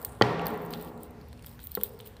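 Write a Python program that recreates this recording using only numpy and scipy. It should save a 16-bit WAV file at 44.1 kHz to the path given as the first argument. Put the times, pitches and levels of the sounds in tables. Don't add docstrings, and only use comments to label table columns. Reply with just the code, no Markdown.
import sys
import numpy as np
from scipy import signal
from scipy.io import wavfile

SR = 44100
rng = np.random.default_rng(int(sys.argv[2]) if len(sys.argv) > 2 else 0)


def to_linear_factor(level_db):
    exponent = np.asarray(level_db, float) / 20
    return 10 ** exponent


def transcribe(signal):
    frames = np.atleast_2d(signal).T
    limited = np.clip(frames, -1, 1)
    pcm = np.round(limited * 32767).astype(np.int16)
    wavfile.write(sys.argv[1], SR, pcm)


N = 97020

# frequency in Hz, level in dB.
FLOOR = [(35, -1), (60, 2.5), (229, -6.5), (339, -30), (428, -19), (605, -21), (1100, -19.5), (7330, -38),
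         (15000, -37)]
FLOOR_DB = -52.5
HUM_HZ, HUM_DB = 57.4, -58.5
# time in seconds, level in dB.
RUMBLE = [(0, -54), (.8, -62), (1.0, -54.5), (1.3, -54.5), (1.5, -50), (1.75, -55), (2.2, -58)]
THROB_HZ = [73.2, 111.3, 233.8]
THROB_REL_DB = [3, 0, -8]
THROB_WIDTH_HZ = 6.7

# start in seconds, length in seconds, top, middle and low level in dB.
SCRAPES = [(0, 0.032, -52.5, -65, -71.5), (0.066, 0.043, -62, -57.5, -70), (0.125, 0.14, -71, -68.5, -71),
           (0.227, 0.11, -67, -69, -58), (0.457, 0.083, -54, -66.5, -59.5), (0.596, 0.1, -60.5, -74, -90),
           (0.71, 0.11, -54, -66.5, -56), (0.829, 0.06, -58, -68.5, -63), (1.005, 0.049, -59, -66, -65.5),
           (1.447, 0.088, -58, -65.5, -69.5), (1.605, 0.034, -59, -70, -64.5),
           (1.642, 0.023, -48.5, -69, -79), (1.696, 0.087, -68, -70, -69),
           (1.772, 0.053, -55, -64.5, -62.5), (1.842, 0.035, -50, -60.5, -60),
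           (1.896, 0.073, -64, -69, -70.5), (1.993, 0.052, -69, -70, -62), (2.058, 0.022, -52, -62, -62.5),
           (2.108, .1, -77, -81, -75)]
# low edge in Hz, high edge in Hz.
SCRAPE_BANDS_HZ = [(13340, 16700), (7660, 10300), (2450, 4480)]
SCRAPE_RISE_S, SCRAPE_FALL_T60_S = 0.008, 0.12
GRAINS_PER_S, GRAIN_SPREAD_DB, GRAIN_T60_S = 700, 4.0, 0.0044
GRAIN_DB, RUSTLE_DB = -3, -5

# frequency in Hz, level in dB per Hz.
HALL = [(53, -39.5), (110, -2.5), (305, -6.5), (420, -3), (1320, -10.5), (4800, -24.5), (7000, -38),
        (12000, -71.5)]
# frequency in Hz, t60 in seconds.
HALL_T60 = [(100, 1.4), (200, 2.9), (500, 2.33), (1400, 1.66), (4000, 1.06), (8000, 0.16)]
# frequency in Hz, width in Hz, level in dB.
HALL_PEAKS = [(167.3, 6.1, 9.5), (237.3, 18, 9), (308.4, 7.2, 7.5), (424, 25, 7), (492.3, 22, 3.5),
              (564.5, 8.9, -1), (715.5, 16, 5), (810, 47, 4), (939, 82, 1.5), (1025, 20, -1.5),
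              (1135, 12, 6.5), (1383, 12, 3.5), (1830, 42, 4), (1940, 33, 0)]
EARLIER_DB, EARLIER_AT_S = -52.5, 0.1532
DULL_HZ = 1300
BUILD_S = 0.0058
FAR_WALL_S, FAR_WALL_DB, FAR_WALL_BUILD_S = 0.33, -38, 0.04

# start in seconds, top ring, shell and middle level in dB,
# shell pitch in Hz.
TICKS_1 = [(0.0154, -30, -50, -45, 4230), (0.0266, -29, -49, -45, 4330), (0.0482, -8, -32, -29, 4450),
           (0.3942, -53, -36.5, -69, 2670), (0.416, -40, -49, -52, 5500), (0.4577, -24, -34.5, -55, 4470),
           (0.4676, -13, -32, -42, 4380), (0.4815, -26, -59, -39.5, 4500), (0.5036, -33, -55, -48, 4000),
           (0.557, -46, -65, -53, 4000), (0.5754, -34, -61, -55, 5800), (0.613, -42, -68, -67, 4000),
           (0.6209, -36, -68, -63, 3880), (0.637, -41, -68, -62, 4000), (0.651, -33, -68, -57, 4000),
           (0.661, -40, -65, -47.5, 5800), (0.7062, -24.5, -40, -46, 4400), (0.728, -27, -58, -47, 3930),
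           (0.7363, -45, -27, -56, 3300), (0.7385, -60, -56, -62, 4070), (0.802, -49, -68, -67, 4000),
           (0.812, -29, -51, -49, 4000), (0.824, -26, -62, -40, 3130), (0.847, -31, -54, -47, 3970),
           (0.976, -43, -62, -55, 4000), (1.0324, -27, -63, -39.5, 4000), (1.107, -39, -59, -57.5, 3980)]
# start in seconds, top ring, shell and middle level in dB,
# shell pitch in Hz.
TICKS_2 = [(1.213, -46, -49, -89, 4290), (1.285, -42, -62, -69, 4400), (1.3288, -42, -47, -50.5, 3830),
           (1.375, -60, -51, -65, 4400), (1.3928, -53, -52.5, -56, 2500), (1.424, -44, -48, -47, 4400),
           (1.438, -60, -52, -53, 4400), (1.444, -49, -55, -54, 3600), (1.4618, -22, -45, -41.5, 5050),
           (1.4685, -33, -45, -47, 3400), (1.493, -43, -60, -55, 4000), (1.503, -45, -67, -67, 4000),
           (1.514, -41, -57, -65, 4200), (1.547, -48, -65, -63.5, 4000), (1.592, -49, -45, -75, 3220),
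           (1.601, -47, -50, -56, 3800), (1.62, -37, -53, -56, 3860), (1.631, -39.5, -58, -45, 4000),
           (1.6446, -34, -59, -58, 4020), (1.67, -19, -49, -43, 3190), (1.712, -34, -52, -51, 4200),
           (1.717, -20, -43, -49, 4200), (1.7423, -31, -48, -61, 4500), (1.7514, -6.5, -31, -37.5, 4130),
           (1.76, -44.5, -46, -55, 3530), (1.8118, -28, -36.5, -39, 3290), (1.8342, -2.5, -35, -33, 3630),
           (1.8415, -40, -43, -40, 3660), (1.858, -45, -47, -58, 3890), (1.892, -33, -70, -51, 4000),
           (1.926, -47, -65, -60, 4000), (1.9903, -34, -49, -61, 4400), (2.0016, -54, -39.5, -54, 3200),
           (2.0077, -33, -64, -48, 4000), (2.027, -60, -63, -67, 3580), (2.045, -55, -56, -59, 4200),
           (2.0612, -29.5, -49.5, -49, 2940), (2.0727, -29.5, -67, -55, 4050),
           (2.1672, -57, -44, -54, 3830)]
# low edge in Hz, high edge in Hz, t60 in seconds, offset in dB.
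TICK_BANDS = [
    (13040, 15600, 0.0052, 3.5),
    (2980, 4100, 0.0085, 19),
    (7860, 10000, 0.011, 8.5),
]
TICK_RISE_S, TICK_AFTER_DB, TICK_AFTER_T60_S = 0.00024, -25.5, 0.09
SHELL_WIDTH_HZ = 300
# low edge in Hz, high edge in Hz.
TICK_LOW_HZ = (1260, 3300)
TICK_LOW_DB, LOW_LOSS_DB_PER_OCTAVE = -11, 11

# start in seconds, level in dB.
SNAPS = [(0.0487, -30), (0.2219, -22), (0.3946, -34), (0.735, -27), (1.3295, -37), (1.4455, -31),
         (1.5927, -37), (2.1672, -38)]
# low edge in Hz, high edge in Hz.
SNAP_HZ, SNAP_T60_S = (1100, 6000), 0.0017

# start in seconds, direct level in dB, hardness cut in Hz,
# crack level in dB, room level in dB.
KNOCKS = [
    (0.2120, -9, 2000, -17.5, -31),
    (0.2147, -15, 1500, -32, -50),
    (0.2214, -18, 4420, -5.5, -37.5),
]
# start in seconds, direct level in dB, hardness cut in Hz,
# crack level in dB, room level in dB.
SOFT_KNOCK = (1.7729, -27.5, 2200, -53, -52.5)
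# start in seconds, direct level in dB, hardness cut in Hz,
# crack level in dB, room level in dB.
SOFT_BOUNCE = (1.7772, -39.5, 1500, -70, -70)
# frequency in Hz, level in dB, t60 in seconds.
BODY = [(122.2, -14, 0.34), (201, -6.5, 0.088), (472, -2.5, 0.032), (530, -3, 0.04), (836, -3.5, 0.066),
        (1077, 3.5, 0.0092), (1370, -6.5, 0.017), (1950, -8.5, 0.013), (2500, -6, 0.0069),
        (3170, -2.5, 0.0059)]
# frequency in Hz, level in dB, t60 in seconds.
SOFT_BODY = [(201, -12.5, 0.3), (404, 2.5, 0.028), (505, -1.5, 0.068), (834, -15.5, 0.093),
             (1080, -7, 0.049), (1326, -3, 0.021), (1960, -8, 0.013)]
# frequency in Hz, level in dB, t60 in seconds.
RIM = [(1930, -13.5, 0.025), (3140, -18.5, 0.023), (4450, -15, 0.012)]
BODY_LOW_HZ, PUSH_DB, PUSH_HZ = 95, 29, (256, 1140)
CRACK_T60_S, CRACK_LOW_HZ, SNAP_DB = 0.012, 1240, -32
SOFT_RING_HZ, SOFT_RING_WIDTH_HZ, SOFT_RING_DB, SOFT_RING_T60_S = 453, 91, -46.5, 1.72

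CUTOFF_HZ, LEAK_HZ, LEAK_DB = 15680, 16500, -24


def rms_one(x):
    return x / np.sqrt(np.mean(x ** 2) + 1e-20)


def at_hz(points, hz):
    table_hz, values = np.transpose(points)
    return np.interp(np.log(hz), np.log(table_hz), values)


def band(x, low_hz, high_hz, order=2):
    edges = [low_hz, min(high_hz, SR / 2.2)]
    return signal.sosfilt(signal.butter(order, edges, "band", fs=SR, output="sos"), x)


def drift(rate):
    r = np.exp(-80 * np.pi * rate / SR)
    slow = signal.lfilter([1], [1, -2 * r, r * r], rng.standard_normal(N // 40 + 2002))
    slow = rms_one(slow[2000:])
    return np.interp(np.arange(N) / 40, np.arange(len(slow)), slow)


def dying(x, t60, hz=0):
    r = to_linear_factor(-60 / (t60 * SR))
    if not hz:
        return signal.lfilter([1], [1, -r], x + 1e-18)
    w = 2 * np.pi * hz / SR
    return signal.lfilter([0, np.sin(w)], [1, -2 * r * np.cos(w), r * r], x + 1e-18)


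def peak(x, hz, width_hz):
    r = np.exp(-np.pi * width_hz / SR)
    zeros = np.array([1, 0, -1]) * (1 - r * r) / 2
    return signal.lfilter(zeros, [1, -2 * r * np.cos(2 * np.pi * hz / SR), r * r], x)


def banks(gain):
    edges = 28 * 2 ** np.arange(0, 9.4, 1 / 3)
    white = rng.standard_normal((2, N + SR))
    total = np.zeros(N)
    for k, (low, high) in enumerate(zip(edges, edges[1:])):
        total += gain(np.sqrt(low * high)) * band(white[k % 2], low, high)[SR:]
    return total


def floor():
    t = np.arange(N) / SR
    air = rms_one(banks(lambda hz: to_linear_factor(at_hz(FLOOR, hz) + 2.8 * drift(4.4))))
    hum = np.sqrt(2) * np.sin(2 * np.pi * HUM_HZ * t) * to_linear_factor(0.51 * drift(11))
    throb = np.zeros(N)
    for hz, db in zip(THROB_HZ, THROB_REL_DB):
        throb += to_linear_factor(db) * rms_one(peak(rng.standard_normal(N), hz, THROB_WIDTH_HZ))
    swell = to_linear_factor(np.interp(t, *np.transpose(RUMBLE)) - 3.0)
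    return to_linear_factor(FLOOR_DB) * air + to_linear_factor(HUM_DB) * hum + swell * throb


def scuffle():
    t = np.arange(N) / SR
    shapes = []
    for start, length, *_ in SCRAPES:
        rise = np.clip((t - start) / SCRAPE_RISE_S + 1, 0, 1)
        fall = to_linear_factor(-60 * np.maximum(t - start - length, 0) / SCRAPE_FALL_T60_S)
        shapes.append(rise * fall)
    born = rng.random(N) < GRAINS_PER_S * to_linear_factor(5.0 * drift(25)) / SR
    out = np.zeros(N)
    for k, (low, high) in enumerate(SCRAPE_BANDS_HZ):
        sizes = to_linear_factor(GRAIN_SPREAD_DB * np.minimum(rng.exponential(1, N), 4)) * born
        grains = rms_one(band(dying(sizes, GRAIN_T60_S) * rng.standard_normal(N), low, high))
        rustle = rms_one(band(rng.standard_normal(N), low, high)) * to_linear_factor(0.49 * drift(14.0))
        drag = to_linear_factor(np.array(SCRAPES)[:, 2 + k]) @ np.array(shapes)
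        out += drag * (to_linear_factor(GRAIN_DB) * grains + to_linear_factor(RUSTLE_DB) * rustle)
    return out


def hall():
    t = np.arange(N) / SR

    def gain(hz):
        loss = 60 / at_hz(HALL_T60, hz)
        dull = 1 / (1 + (hz / DULL_HZ) ** 4)
        power = dull * to_linear_factor(EARLIER_DB - loss * (t - EARLIER_AT_S)) ** 2
        for start, *_, room_db in KNOCKS + [SOFT_KNOCK]:
            age = np.maximum(t - start, 0)
            ring = to_linear_factor(room_db - loss * age) * (1 - np.exp(-age / BUILD_S))
            power = power + (dull if start == SOFT_KNOCK[0] else 1) * ring ** 2
        late = np.maximum(t - FAR_WALL_S, 0)
        answer = to_linear_factor(FAR_WALL_DB - loss * late) * (1 - np.exp(-late / FAR_WALL_BUILD_S))
        power = power + answer ** 2 * hz ** 2 / (hz ** 2 + 500 ** 2)
        return to_linear_factor(at_hz(HALL, hz) + 17) * np.sqrt(power)

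    tail = banks(gain)
    return tail + sum(to_linear_factor(db) * peak(tail, hz, width) for hz, width, db in HALL_PEAKS)


def ticks():
    rows = np.array(TICKS_1 + TICKS_2)
    starts = (rows[:, 0] * SR).astype(int)
    r = np.exp(-1 / (TICK_RISE_S * SR))
    soften = [1 - r], [1, -r]
    length = SR // 40
    out = np.zeros(N)
    for k, (low, high, t60, offset_db) in enumerate(TICK_BANDS):
        noise = np.tanh(2 * rng.standard_normal(N))
        clicks = np.zeros(N)
        clicks[starts] = to_linear_factor(rows[:, 1 + k] + offset_db)
        after = to_linear_factor(TICK_AFTER_DB) * dying(clicks, TICK_AFTER_T60_S)
        if k != 1:
            envelope = signal.lfilter(*soften, dying(clicks, t60) + after)
            out += band(envelope * noise, low, high)
            continue
        out += band(after * noise, low, high)
        envelope = signal.lfilter(*soften, to_linear_factor(-60 * np.arange(length) / SR / t60))
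        for i, hz in zip(starts, rows[:, 4]):
            span = slice(i, i + length)
            burst = clicks[i] * envelope * noise[span]
            low_db = TICK_LOW_DB - LOW_LOSS_DB_PER_OCTAVE * np.log2(hz / low)
            out[span] += band(burst, hz - SHELL_WIDTH_HZ / 2, hz + SHELL_WIDTH_HZ / 2, order=1)
            out[span] += to_linear_factor(low_db) * band(burst, *TICK_LOW_HZ)
    return out


def snaps():
    start_s, db = np.transpose(SNAPS)
    clicks = np.zeros(N)
    clicks[(start_s * SR).astype(int)] = to_linear_factor(db)
    return band(dying(clicks, SNAP_T60_S), *SNAP_HZ, order=1)


def knock(row, body):
    start, db, cut_hz, crack_db, _ = row
    click = np.zeros(N)
    click[int(start * SR)] = 1
    ring = np.zeros(N)
    for k, (hz, level_db, t60) in enumerate(body):
        sign = (-1) ** (k // 2)
        ring += sign * to_linear_factor(db + level_db) * dying(click, t60, hz)
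    ring = band(ring, BODY_LOW_HZ, cut_hz, order=3)
    push = to_linear_factor(db + PUSH_DB) * band(click, *PUSH_HZ, order=3)
    crack = to_linear_factor(crack_db) * dying(click, CRACK_T60_S) * rng.standard_normal(N)
    snap = to_linear_factor(SNAP_DB) * crack * (cut_hz > 3000)
    return ring - push + band(crack, CRACK_LOW_HZ, max(cut_hz, 3 * CRACK_LOW_HZ), order=4) + snap


def double_knock():
    return sum(knock(row, BODY) for row in KNOCKS)


def rim():
    click = np.zeros(N)
    click[int(KNOCKS[-1][0] * SR)] = 1
    return sum(to_linear_factor(db) * dying(click, t60, hz) for hz, db, t60 in RIM)


def soft_knock():
    age = np.maximum(np.arange(N) / SR - SOFT_KNOCK[0], 0)
    tone = peak(rng.standard_normal(N), SOFT_RING_HZ, SOFT_RING_WIDTH_HZ)
    tone = rms_one(peak(tone, SOFT_RING_HZ, SOFT_RING_WIDTH_HZ))
    linger = tone * to_linear_factor(SOFT_RING_DB - 60 * age / SOFT_RING_T60_S) * (1 - np.exp(-age / BUILD_S))
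    return knock(SOFT_KNOCK, SOFT_BODY) + knock(SOFT_BOUNCE, SOFT_BODY) + linger


def scene():
    clicks = ticks() + snaps()
    mix = floor() + scuffle() + hall() + clicks + double_knock() + rim() + soft_knock()
    top = signal.cheby2(24, 45, CUTOFF_HZ, fs=SR, output="sos")
    leak = to_linear_factor(LEAK_DB) * band(clicks, CUTOFF_HZ - 200, LEAK_HZ, order=4)
    return (signal.sosfilt(top, mix) + leak)[None]


def low_pass(x):
    return signal.sosfilt(signal.butter(12, 16630, fs=SR, output="sos"), x)


def record(dry):
    bass_cut = signal.butter(3, 48, "high", fs=SR, output="sos")
    return low_pass(signal.sosfilt(bass_cut, dry))


dry = scene()
out = record(dry)
transcribe(out)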